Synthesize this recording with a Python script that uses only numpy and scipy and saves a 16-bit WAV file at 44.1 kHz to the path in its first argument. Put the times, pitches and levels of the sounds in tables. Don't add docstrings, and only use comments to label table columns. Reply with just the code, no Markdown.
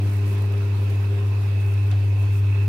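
import sys
import numpy as np
from scipy import signal
from scipy.fft import rfft, irfft
from scipy.io import wavfile
from scipy.ndimage import uniform_filter1d

SR = 44100
rng = np.random.default_rng(int(sys.argv[2]) if len(sys.argv) > 2 else 0)


def put_to_file(sound):
    columns = np.atleast_2d(sound).T
    safe = np.clip(columns, -1, 1)
    whole_steps = np.round(safe * 32767)
    wavfile.write(sys.argv[1], SR, whole_steps.astype(np.int16))


N = 118188
TIME = np.arange(N) / SR
FREQS = np.fft.rfftfreq(N, 1 / SR)


def amp(db):
    return 10 ** (np.asarray(db) / 20)


def unit(x):
    return x / np.sqrt(np.mean(x ** 2) + 1e-20)


def read(points, hz):
    f, value = np.transpose(points)
    return np.interp(np.log(hz + 1), np.log(f + 1), value)


def pan(db):
    return amp(np.array([[.5], [-.5]]) * db)


def colour(x, points):
    return irfft(rfft(x) * unit(amp(read(points, FREQS))), N)


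def drift(rate_hz):
    return unit(irfft(rfft(rng.standard_normal(N)) / (1 + (FREQS / rate_hz) ** 4), N))


def burst(start, decay_s):
    return (TIME >= start) * np.exp(-np.maximum(TIME - start, 0) / decay_s)


def resonate(x, hz, width_hz):
    return unit(irfft(rfft(x) / (1 + 2j * (FREQS - hz) / width_hz) ** 2, N))


def hand():
    # (time [s], duration [s], level [dB])
    strokes = [(0.027, 0.18, -55.5), (0.257, 0.092, -51), (0.38, 0.082, -59), (0.792, .17, -61),
               (1.41, 0.074, -61), (1.603, 0.13, -59), (2.185, 0.068, -56.5), (2.316, 0.092, -53),
               (2.614, 0.051, -60)]
    # (time [s], level [dB])
    grip_ticks = [(0.134, -48), (0.168, -48), (0.3806, -47), (0.421, -44.5), (0.523, -44), (0.9009, -48),
                  (2.198, -53)]
    # (frequency [Hz], relative level [dB])
    skin_spectrum = [(300, -15), (2000, -2.5), (5000, -1), (7500, -2), (9200, 0), (12000, -0.5),
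                     (16000, -3.5)]
    rise_s, fall_s, tick_s, slips_per_s = 0.01, 0.033, 0.0026, 93
    rubs = np.zeros(N)
    for start, length, db in strokes:
        attack = np.clip((TIME - start) / rise_s, 0, 1)
        release = np.clip((start + length - TIME) / fall_s + .5, 0, 1)
        rubs += amp(db) * attack * release
    grain = unit(amp(-drift(rate_hz=390)))
    ticks = sum(amp(db) * burst(start, tick_s) for start, db in grip_ticks)
    slips = (rng.random(N) < slips_per_s / SR) * rng.uniform(0.15, 1, N)
    crackle = amp(-65) * unit(signal.lfilter([1], [1, -np.exp(-1 / (tick_s * SR))], slips))
    friction = (rubs * grain + ticks + crackle) * rng.standard_normal((2, N))
    return colour(friction, skin_spectrum) * pan(db=5.5)


def knocks():
    # (time [s], level [dB])
    impacts = [(0.903, -44), (1.42, -45), (1.9135, -38)]
    # (frequency [Hz], relative level [dB])
    crack_spectrum = [(60, -6), (130, 11), (400, -6), (750, 2), (1200, 4), (2600, -1), (4300, 0),
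                      (7000, -8), (16000, -19)]
    # (frequency [Hz], bandwidth [Hz], relative level [dB])
    modes = [(133, 43, -6), (750, 200, -5), (2880, 3300, -9)]
    crack_s, ring_rise_s, ring_decay_s = 0.0055, 0.0037, 0.044
    crack = sum(amp(db) * burst(start, crack_s) for start, db in impacts)
    tail = sum(amp(db) * (burst(start, ring_decay_s) - burst(start, ring_rise_s)) for start, db in impacts)
    noise = rng.standard_normal((2, N))
    crossfed = noise + noise[::-1] / 2
    ring = sum(amp(db) * resonate(crossfed, hz, width) for hz, width, db in modes)
    return colour(crack * noise, crack_spectrum) + tail * ring


def rotor_whine():
    tone_hz = [842.4, 942.1, 1042.8, 2635.5]
    # (level [dB], left minus right [dB])
    tone_levels = [(-64.5, 1), (-63.5, -4), (-60, -6), (-64.5, 5)]
    wander_hz, flutter_depth, channel_phase_rad = 0.5, 0.4, np.array([[0], [1]])
    wander = np.cumsum(wander_hz * drift(rate_hz=4.8)) / SR
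    tones = np.zeros((2, N))
    for hz, (db, pan_db) in zip(tone_hz, tone_levels):
        phase = 2 * np.pi * (hz * TIME + wander + rng.random()) + channel_phase_rad
        flutter = 1 + flutter_depth * drift(rate_hz=3.5)
        tones += amp(db) * pan(pan_db) * flutter * np.sin(phase)
    return np.sqrt(2) * tones


def blade_song():
    # (time [s], level [dB])
    ring_levels = [(0, -65), (0.13, -53.5), (0.55, -53), (1.05, -52.5), (1.55, -51), (1.8, -49),
                   (2.03, -54), (2.19, -51.5), (2.33, -49.5), (2.43, -53.5), (2.54, -45), (2.68, -48.5)]
    # (time [s], level [dB])
    swells = [(0.552, -51), (0.868, -49.5), (2.2, -50), (2.531, -53.5), (2.6, -56)]
    correlation, swell_s = 0.4, .016
    right, independent = rng.standard_normal((2, N))
    left = correlation * right + np.sqrt(1 - correlation ** 2) * independent
    envelope = amp(np.interp(TIME, *np.transpose(ring_levels)))
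    envelope += sum(amp(db) * np.exp(-((TIME - crest) / swell_s) ** 2) for crest, db in swells)
    return resonate(np.array([left, right]), hz=2597, width_hz=170) * envelope * pan(db=-7.5)


def drive_whir():
    # (frequency [Hz], relative level [dB])
    spectrum = [(20, -20), (50, -18), (66, -9.5), (90, -1.5), (125, -7), (160, -13.5), (200, -19.5),
                (235, -10.5), (262, -18), (320, -12.5), (400, -11), (450, -15), (545, -16.5), (600, -19.5),
                (700, -19.5), (1040, -20), (1130, -22.5), (1650, -23.5), (2100, -26), (2450, -23),
                (3050, -30.5), (4100, -31.5), (5000, -34.5), (7300, -41.5), (9500, -41.5), (16000, -44.5)]
    # (time [s], level [dB])
    trend = [(0.03, -45), (0.75, -44.8), (1.15, -45.5), (1.9, -46.5), (2.08, -47), (2.65, -47.5)]
    # (frequency [Hz], slope [dB/dB])
    follow = [(100, -0.86), (400, 1.5), (1000, 1), (4000, 0.65), (8000, 0.54)]
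    # (frequency [Hz], left minus right [dB])
    balance = [(60, 1), (300, -0.5), (700, 0.5), (1400, -3.5), (2300, -7), (3000, -8.5), (4000, -5),
               (5000, -0.5), (7000, 1), (8900, 0), (9900, 3), (12000, 2), (16000, -1)]
    # (frequency [Hz], correlation [1])
    coherence = [(25, 0.82), (60, 1), (100, 0.78), (270, 0.63), (450, 0.6), (740, 0.2), (1200, 0),
                 (3000, 0.0042), (9000, 0.015)]
    size, hop, patch_db, flicker_db = 1024, 256, 1.5, .5
    frames, hz = N // hop + 5, np.fft.rfftfreq(size, 1 / SR)
    real, imag, other_real, other_imag, patches = rng.standard_normal((5, frames, len(hz)))
    patches = unit(uniform_filter1d(uniform_filter1d(patches, size=10, axis=0), size=12, axis=1))
    flicker = unit(uniform_filter1d(rng.standard_normal(frames), size=5))[:, None]
    correlation = read(coherence, hz)
    left = real + 1j * imag
    right = correlation * left + np.sqrt(1 - correlation ** 2) * (other_real + 1j * other_imag)
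    times, db = np.transpose(trend)
    trend_db = np.interp(np.arange(frames) * hop / SR, times, db - db.mean())[:, None]
    gain = amp(trend_db * read(follow, hz) + patch_db * patches + flicker_db * flicker)
    bands = np.array([left, right]) * gain * pan(read(balance, hz))[:, None]
    noise = signal.istft(bands.transpose(0, 2, 1), nperseg=size, noverlap=size - hop)[1][:, :N]
    return amp(-38) * unit(colour(noise, spectrum))


def motor_hum():
    # (time [s], level [dB] of each of harmonics 1 to 4)
    harmonic_levels = [(0, -20, -42.5, -41.5, -46), (0.58, -20.5, -44.5, -47, -41.5),
                       (0.8, -20.5, -45.5, -47, -46.5), (1.15, -20.5, -46, -50, -40.5),
                       (1.55, -20, -49, -51, -48), (1.88, -18.5, -53.5, -48.5, -48),
                       (2.3, -18.5, -57, -49, -47), (2.68, -18, -50, -46.5, -45)]
    flutter_depths = [.012, .05, .07, .14]
    # (rate [Hz], depth [1])
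    throbs = [(7.3, .038), (10.7, .034)]
    hum_hz, wander_hz = 100.15, 0.13
    swell_hz, crest_s, swell_depth = 3.4, 0.6, 0.1
    cycles = np.cumsum(hum_hz + wander_hz * drift(rate_hz=3)) / SR
    times, *levels = np.transpose(harmonic_levels)
    tones = []
    for k, (db, depth) in enumerate(zip(levels, flutter_depths), 1):
        envelope = amp(np.interp(TIME, times, db)) * (1 + depth * drift(rate_hz=9.2))
        tones.append(envelope * np.sin(2 * np.pi * (k * cycles + rng.random())))
    tones[-1] *= 1 + swell_depth * np.cos(2 * np.pi * swell_hz * (TIME - crest_s))
    throb = 1 + sum(depth * np.sin(2 * np.pi * (hz * TIME + rng.random())) for hz, depth in throbs)
    return np.sqrt(2) * sum(tones) * throb * pan(db=0.81)


def scene():
    return motor_hum() + rotor_whine() + drive_whir() + blade_song() + hand() + knocks()


def record(dry):
    low_pass = signal.firwin(801, cutoff=15780, window=("kaiser", 9), fs=SR)
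    return signal.oaconvolve(dry, low_pass[None], "same")


dry = scene()
out = record(dry)
put_to_file(out)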